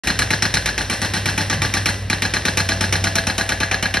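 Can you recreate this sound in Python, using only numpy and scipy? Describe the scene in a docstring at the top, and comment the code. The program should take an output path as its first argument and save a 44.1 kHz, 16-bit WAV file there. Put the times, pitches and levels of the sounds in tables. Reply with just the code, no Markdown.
"""A jackhammer breaks ground across a street, about 8.5 blows a second with one short break.
Each blow is a steel crack with crumbling stone, a ringing chisel and a low thump;
house walls throw it back and the yards scatter it. A hollow ring joins as the bit bites deeper.
The engine that drives it drones beneath, slowly sagging under load; the rumble swells once."""
import sys
import numpy as np
from scipy import signal
from scipy.fft import rfft, irfft, next_fast_len
from scipy.io import wavfile
from scipy.ndimage import uniform_filter1d, map_coordinates

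SR = 44100
rng = np.random.default_rng(int(sys.argv[2]) if len(sys.argv) > 2 else 0)


def master(y):
    """Save y as 16-bit WAV."""
    cut = np.clip(np.atleast_2d(y).T, -1, 1)
    pcm = np.round(cut * 32767)  # scale
    wavfile.write(sys.argv[1], SR, pcm.astype(np.int16))


N = 176400
TIME_S = np.arange(N) / SR
AGE_S = np.arange(SR // 2) / SR  # time since a blow


def amp(db):
    """Decibels to gain."""
    return 10 ** (np.asarray(db) / 20)


def unit(x):
    """Scale to rms 1."""
    return x / np.sqrt(np.mean(x ** 2) + 1e-20)


def along(points, hz):
    """Interpolate (freq_hz, value) rows on a log axis."""
    freq_hz, values = np.transpose(points)
    return np.interp(np.log(hz + 1), np.log(freq_hz + 1), values)


def curves(rows):
    """One value per sample for each column after the time."""
    time_s, *columns = np.transpose(rows)
    return [np.interp(TIME_S, time_s, column) for column in columns]


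def wobble(rate_hz):
    """Smooth random curve."""
    knots = rng.standard_normal(int(N * rate_hz / SR) + 4)
    return map_coordinates(knots, [TIME_S * rate_hz])


def filtered(x, response):
    """Apply a complex frequency response."""
    n = x.shape[-1]
    size = next_fast_len(n + SR // 4)
    return irfft(rfft(x, size) * response(np.fft.rfftfreq(size, 1 / SR)), size)[..., :n]


def coloured(x, spectrum, size=4096):
    """Minimum-phase filter of unit energy."""
    cepstrum = irfft(np.log(amp(along(spectrum, np.fft.rfftfreq(size, 1 / SR)))))
    cepstrum[1:size // 2] *= 2
    cepstrum[size // 2 + 1:] = 0
    impulse = irfft(np.exp(rfft(cepstrum)))
    return signal.fftconvolve(x, impulse / np.linalg.norm(impulse))[:len(x)]


def delayed(x, delay_s):
    """Fractional delay."""
    return filtered(x, lambda hz: np.exp(-2j * np.pi * hz * delay_s))


def shape(rise_s, hold_s, t60_s):
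    """Linear rise; exponential fall from hold_s on."""
    return np.clip(AGE_S / rise_s, 0, 1) * amp(-60 * np.maximum(AGE_S - hold_s, 0) / t60_s)


# hammer blows: start_s, level_db, crack_db, wall_db, treble_db
BLOWS = [(-0.046, 4.5, 4, 0, 4), (0.072, 2.5, 0, 0, -1.5), (0.19, 1.8, 2.5, -2, 1.5),
         (0.3052, 2, -0.5, 0.5, -0.5), (0.4224, 2.5, -0.5, -1, 0.5), (0.54, 1.5, 1.5, 1.5, 2.5),
         (0.6586, 0, 1.5, 0, 0), (0.779, 0.9, -1.9, -3.5, 1.5), (0.8983, 2, -5, -5, 4),
         (1.0168, 2.2, -6, -5, 1.5), (1.1363, 2.2, -5, -5, 2), (1.257, 2.5, -3, -3.5, 2),
         (1.3774, 2.6, -4.5, -6.5, 1.3), (1.4986, 2.8, -3.5, -5, -1), (1.6186, 2.8, -4.5, -3.5, 1),
         (1.7386, 2.5, -2.5, -4, 2), (1.8578, 2.5, -0.5, -1.5, 3), (2.0994, 1.2, -1.1, 0.5, 0.5),
         (2.2207, 2.1, 0, -1.5, -1.5), (2.337, 0.7, 0.4, 1, 0.5), (2.4522, 2, -0.7, 0.5, 1),
         (2.5716, 1.5, 0.5, 1, 3.5), (2.689, 1, -1, -2, 0), (2.8085, 0.2, 0.1, 0.5, 3),
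         (2.925, 1, 0.5, -1.5, 2), (3.04, 0.5, 1, 0.3, 1), (3.1542, 0.5, 0.7, 2, 2.5),
         (3.2687, 0, 0, 0.3, 2), (3.38, 0.5, 0, 0.5, 2.5), (3.4907, 0.5, -0.5, 1.8, 0.5),
         (3.602, 1.2, -2, 0.5, -1.5), (3.7127, 1, 0, 1, -3), (3.8259, 0.5, 0.5, 1, -1),
         (3.94, -0.1, 3, 3.5, -3.5)]
BLOW_START_S, BLOW_LEVEL_DB, BLOW_CRACK_DB, BLOW_WALL_DB, BLOW_TREBLE_DB = np.transpose(BLOWS)


def struck(sounds, extra_db=0):
    """Lay one sound at each blow, at that blow's level."""
    track = np.zeros(N + 2 * SR)
    for start_s, gain, sound in zip(BLOW_START_S, amp(BLOW_LEVEL_DB + extra_db), sounds):
        track[SR + round(start_s * SR):][:len(AGE_S)] += gain * sound
    return track[SR:SR + N]


def treble_shelf(sounds):
    """Give each blow its own treble gain."""
    treble = filtered(sounds, lambda hz: np.clip((hz - 5000) / 3000, 0, 1))
    return sounds + (amp(BLOW_TREBLE_DB)[:, None] - 1) * treble


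def bursts(envelope, shared, crossover_hz, drift_rad=1.6):
    """Noise per blow: a shared pattern that drifts as the bit sinks, plus fresh noise, most in treble."""
    pair = envelope * rng.standard_normal((2, len(AGE_S)))
    for _ in range(4):  # even out spectrum and level
        flat = irfft(np.exp(1j * np.angle(rfft(pair))), len(AGE_S))
        pair = envelope * flat / np.sqrt(np.abs(uniform_filter1d(flat ** 2, size=128)) + 1e-20)
    share = lambda hz: shared / (1 + (hz / crossover_hz) ** 4)
    pair = filtered(pair, lambda hz: np.sqrt(share(hz)))
    turn = np.linspace(0, drift_rad, len(BLOWS))[:, None]
    fresh = filtered(rng.standard_normal((len(BLOWS), len(AGE_S))), lambda hz: np.sqrt(1 - share(hz)))
    return np.cos(turn) * pair[0] + np.sin(turn) * pair[1] + envelope * fresh


def ringing(modes, rise_s, spread_rad, vary_db=0, extra_db=0):
    """Damped modes, set off a little differently by each blow."""
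    pitch_hz, level_db, t60_s = np.transpose(modes)[:, :, None]
    chance = rng.standard_normal((len(BLOWS), 2, len(modes)))
    weights = amp(vary_db * chance[:, 0]) * np.exp(1j * spread_rad * chance[:, 1])
    waves = amp(level_db - 60 * AGE_S / t60_s) * np.exp(2j * np.pi * pitch_hz * AGE_S)
    return struck((weights @ waves).imag * (1 - np.exp(-AGE_S / rise_s)), extra_db)


# steel on stone: freq_hz, level_db
CRACK_SPECTRUM = [(400, -8.5), (700, -10), (1000, -14), (1300, -6), (1700, -3.5), (2400, 0.0), (3300, -9),
                  (4000, -4), (4800, -12.5), (5600, -1.5), (6500, -10.5), (7500, -11), (9000, -16),
                  (11000, -18), (12500, -28.5), (14000, -27), (15800, -39)]


def crack():
    """The chisel hits stone; nearby ground and the machine scatter a short spray."""
    hit = amp(-15) * shape(rise_s=0.000068, hold_s=0.0012, t60_s=0.051)
    spray = amp(-24) * shape(rise_s=0.0024, hold_s=0.0016, t60_s=0.1)
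    cracks = bursts(np.hypot(hit, spray), shared=0.6, crossover_hz=7200) + grit()
    return coloured(struck(chipped(treble_shelf(cracks)), BLOW_CRACK_DB), CRACK_SPECTRUM)


def grit(ticks_per_s=350):
    """Crumbling stone ticks and dies away after each blow."""
    size = (len(BLOWS), len(AGE_S))
    ticks = unit(rng.standard_normal(size) * (rng.random(size) < ticks_per_s / SR))
    return amp(-28.5) * shape(rise_s=0.012, hold_s=0.004, t60_s=0.22) * ticks


def chipped(sounds, vary_db=2.03, step_hz=606):
    """The stone breaks with a different colour at each blow."""
    knots_hz = step_hz * np.arange(128)
    colours_db = vary_db * rng.standard_normal((len(sounds), len(knots_hz)))
    return filtered(sounds, lambda hz: amp([np.interp(hz, knots_hz, db) for db in colours_db]))


# wall echoes: freq_hz, level_db
WALL_SPECTRUM = [(400, -18.5), (700, -19), (1050, -21.5), (1400, -11), (1680, -3.5), (2050, -11.5),
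                 (3300, -23.5), (4100, -10.5), (4800, -18.5), (5500, -16), (6500, -29.5), (11000, -34),
                 (15800, -71)]
# steel clank in the echoes: pitch_hz, level_db, t60_s
CLANK_MODES = [(1645, -3, 0.019), (1760, -8, 0.016), (4107, -14, .03)]


def wall_echoes(main_s=0.03, gap_s=0.0048, far_s=0.083):
    """House walls return a clanking slap: a flutter around the main echo, then a farther wall."""
    envelope = shape(rise_s=0.0015, hold_s=0.0026, t60_s=0.019)
    noise = bursts(envelope, shared=0.83, crossover_hz=6400, drift_rad=0.51)
    slap = amp(-16.5) * coloured(struck(noise, BLOW_WALL_DB), WALL_SPECTRUM)
    slap += ringing(CLANK_MODES, rise_s=0.0022, spread_rad=0.6, extra_db=BLOW_WALL_DB)
    taps_db = [-11.5, 0.5, -7.5, -15]
    flutter = sum(amp(db) * delayed(slap, main_s + k * gap_s) for k, db in enumerate(taps_db, -1))
    return flutter + amp(-15.5) * delayed(slap, far_s)


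# scattered sound: freq_hz, level_db
YARD_SPECTRUM = [(150, -5), (250, -5.5), (430, -8), (550, -5), (680, -7.5), (870, -7.5), (1020, -10.5),
                 (1300, -14), (1700, -1.5), (2100, -8.5), (2700, -8.5), (3400, -11), (4200, -8),
                 (4800, -14), (5500, -6), (6500, -17), (7500, -17), (9000, -18.5), (11000, -24.5),
                 (13000, -34), (15800, -48)]


def yard_scatter(late_s=0.036):
    """The yards scatter each blow into near and far tails, with a puff after the main echo."""
    near = amp(-25.5) * shape(rise_s=0.01, hold_s=0.01, t60_s=0.44)
    far = amp(-32.5) * shape(rise_s=0.087, hold_s=0.04, t60_s=0.78)
    puff = amp(-23.5) * shape(rise_s=0.0013, hold_s=0.0018, t60_s=0.082)
    late = np.interp(AGE_S - late_s, AGE_S, puff)
    tails = bursts(np.sqrt(near ** 2 + far ** 2 + late ** 2), shared=0.66, crossover_hz=4900)
    return coloured(struck(treble_shelf(tails)), YARD_SPECTRUM)


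# bright band of the impacts: time_s, gain_db
BITE_GAIN = [(0, -1.5), (.5, 0), (1.05, -0.4), (2.2, -1), (2.9, 1), (3.7, -3)]


def impacts(bounce_s=0.0038, bite_hz=5070, bite_octaves=0.4):
    """Cracks, echoes and scatter; a close reflection makes the blows hollow."""
    direct = crack()
    walls = wall_echoes()
    near = direct + yard_scatter()
    whole = near + amp(-14.5) * delayed(near, bounce_s) + walls
    bite = filtered(whole, lambda hz: np.exp(-0.5 * (np.log2((hz + 1) / bite_hz) / bite_octaves) ** 2))
    return whole + (amp(curves(BITE_GAIN)[0]) - 1) * bite


# chisel and housing, high note of the bit, hollow ring: pitch_hz, level_db, t60_s
STEEL_MODES = [(871.6, -0.5, 0.18), (1168.4, -2.5, 0.19), (1482, -2, 0.24), (1663, -12, 0.083),
               (1708, -6, 0.65), (1878, 0, 0.24), (1985, -8, 0.64), (2335, 5, 0.051), (2710, -9, 0.44),
               (4070, -11, 0.13), (4230, 0, 0.27), (5475, -12.5, .27), (6400, -5.5, 0.38)]
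SING_MODES = [(4273, -1, 0.38), (4310, -12, 0.23)]
HOLLOW_MODES = [(536, -4.5, .36), (666, 2.5, 0.45), (769, -1, 0.38), (836, -2, .22), (1464, 3, 0.22),
                (3063, 10, 0.093)]
# level of each: time_s, level_db
STEEL_LEVEL = [(0, -27), (1.3, -28), (4, -27)]
SING_LEVEL = [(.7, -41), (.82, -28), (1.081, -29), (1.32, -33), (2.2, -36.5)]
HOLLOW_LEVEL = [(0, -47), (2.1, -53), (2.7, -31.5), (3.4, -32), (4, -32.5)]


def chisel():
    """The steel rings between blows, sings out briefly and gains a hollow ring as it sinks."""
    groups = [(STEEL_MODES, STEEL_LEVEL), (SING_MODES, SING_LEVEL), (HOLLOW_MODES, HOLLOW_LEVEL)]
    return sum(amp(curves(level)[0]) * ringing(modes, rise_s=0.0061, spread_rad=0.46, vary_db=2.5)
               for modes, level in groups)


# ground and frame: pitch_hz, level_db, t60_s
THUMP_MODES = [(69, -16, 0.16), (126, -4.5, 0.045), (164, -2, 0.065), (195.2, -4, 0.064), (234, -8, 0.071),
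               (293.4, -7, 0.069)]
# strength of the push: time_s, gain_db
THUMP_GAIN = [(.4, 0.5), (.8, -3.5), (1.3, -0.5), (2.4, 0.5), (4, -1.5)]


def thump(lag_s=0.00526, echo_s=0.0302):
    """Each blow pushes ground and frame; the main wall returns the thump."""
    body = ringing(THUMP_MODES, rise_s=0.003, spread_rad=0.61)
    push = amp(-16 + curves(THUMP_GAIN)[0]) * delayed(body, lag_s)
    return push + amp(-3) * delayed(push, echo_s)


# exhaust note: time_s, pitch_hz, level_db
EXHAUST_NOTE = [(0, 100.9, -56.5), (.2, 102.2, -26.5), (.75, 100.5, -33), (1.05, 99.8, -29),
                (1.35, 99.2, -24), (1.75, 99.1, -24.5), (2.1, 98.23, -27), (2.4, 97.1, -30.5),
                (2.7, 95.8, -26), (3, 96.04, -21.5), (3.3, 96, -30), (3.55, 96.3, -28.5), (4, 94.9, -30)]
# its harmonics: multiple, level_db
EXHAUST_HARMONICS = [(1, -2), (2, -19), (3, -30)]
# engine rumble: freq_hz, level_db
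RUMBLE_SPECTRUM = [(15, -39), (30, -31), (52, -10), (70, 2), (160, -4.5), (250, -13), (450, -14),
                   (1000, -23.5), (4000, -23.5), (9000, -47), (15000, -57)]
# its level: time_s, level_db
RUMBLE_LEVEL = [(0, -33), (.7, -34), (1.1, -33), (1.6, -33), (2.3, -34), (3, -31.5), (4, -43.5)]


def engine(hum_hz=57.7):
    """The exhaust note sags under load, over a steady lower hum and broad rumble."""
    pitch_hz, level_db = curves(EXHAUST_NOTE)
    phase = 2 * np.pi * np.cumsum(pitch_hz * (1 + 0.0048 * wobble(10.6))) / SR
    harmonics = sum(amp(db) * np.sin(k * phase) for k, db in EXHAUST_HARMONICS)
    exhaust = amp(level_db + 0.5 * wobble(8.8)) * harmonics
    hum = amp(-36 + 0.61 * wobble(3.8)) * np.sin(2 * np.pi * hum_hz * TIME_S + 0.28 * wobble(5.1))
    rumble = amp(curves(RUMBLE_LEVEL)[0]) * unit(coloured(rng.standard_normal(N), RUMBLE_SPECTRUM))
    return np.sqrt(2) * (exhaust + hum) + rumble


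# low swell: freq_hz, level_db
SWELL_SPECTRUM = [(40, -28), (80, -5), (125, -2), (175, -4), (600, -63)]


def swell(peak_s=1.61, half_width_s=0.067):
    """The low rumble rises for a moment."""
    hump = np.exp(-((TIME_S - peak_s) / half_width_s) ** 2)
    return amp(-25) * hump * unit(coloured(rng.standard_normal(N), SWELL_SPECTRUM))


# sideways scatter: freq_hz, gain_db
SIDE_SPECTRUM = [(50, -35), (300, -19), (600, -11), (1000, -7), (1700, -14), (3000, -21.5), (5000, -16),
                 (15000, -7.5)]


def tree_scatter(site):
    """Trees scatter a short tail that differs between left and right."""
    leaves = rng.standard_normal(len(AGE_S)) * shape(rise_s=0.0013, hold_s=0.001, t60_s=0.15)
    tail = signal.fftconvolve(site, leaves / np.linalg.norm(leaves))[:N]
    return filtered(tail, lambda hz: amp(along(SIDE_SPECTRUM, hz)))


def scene():
    """The work site in stereo."""
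    site = impacts() + chisel() + thump() + engine() + swell()
    side = tree_scatter(site)
    return np.array([site + side, site - side])


# microphone port levels: freq_hz, left_minus_right_db
PORT_BALANCE = [(100, -.3), (300, -1), (520, -1), (650, 4), (930, 7), (1050, 3.5), (1200, 9.5), (1450, 2.7),
                (1750, 3), (2100, .3), (3000, 0)]
# microphone port phases: freq_hz, left_lead_rad
PORT_PHASE = [(100, 0), (300, .1), (600, .5), (900, .4), (990, -.6), (1150, .2), (1350, -.7), (1900, 0),
              (2450, .6), (3200, .05), (3800, .15), (4400, .75), (5000, .15), (6000, 1.6), (7400, 3.14),
              (8500, 4.4), (9800, 6.2), (11500, 6.3), (12600, 8.3), (13500, 9.4), (15500, 10.4)]


def record(dry):
    """Two microphone ports differ in level and phase; the sound is band-limited and opens after 35 ms."""
    low_cut_hz, top_hz = 39.2, 15900
    split = np.array([[0.5], [-0.5]])
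    ports = lambda hz: amp(split * along(PORT_BALANCE, hz)) * np.exp(1j * split * along(PORT_PHASE, hz))
    band = lambda hz: (hz < top_hz) * (1 - 1 / (1 + (hz / low_cut_hz) ** 6))
    mid = dry.mean(0)
    fade_in = np.clip((TIME_S - 0.035) / 0.0017, 0, 1)
    return filtered(filtered(mid, ports) + dry - mid, band) * fade_in


dry = scene()
out = record(dry)
master(out)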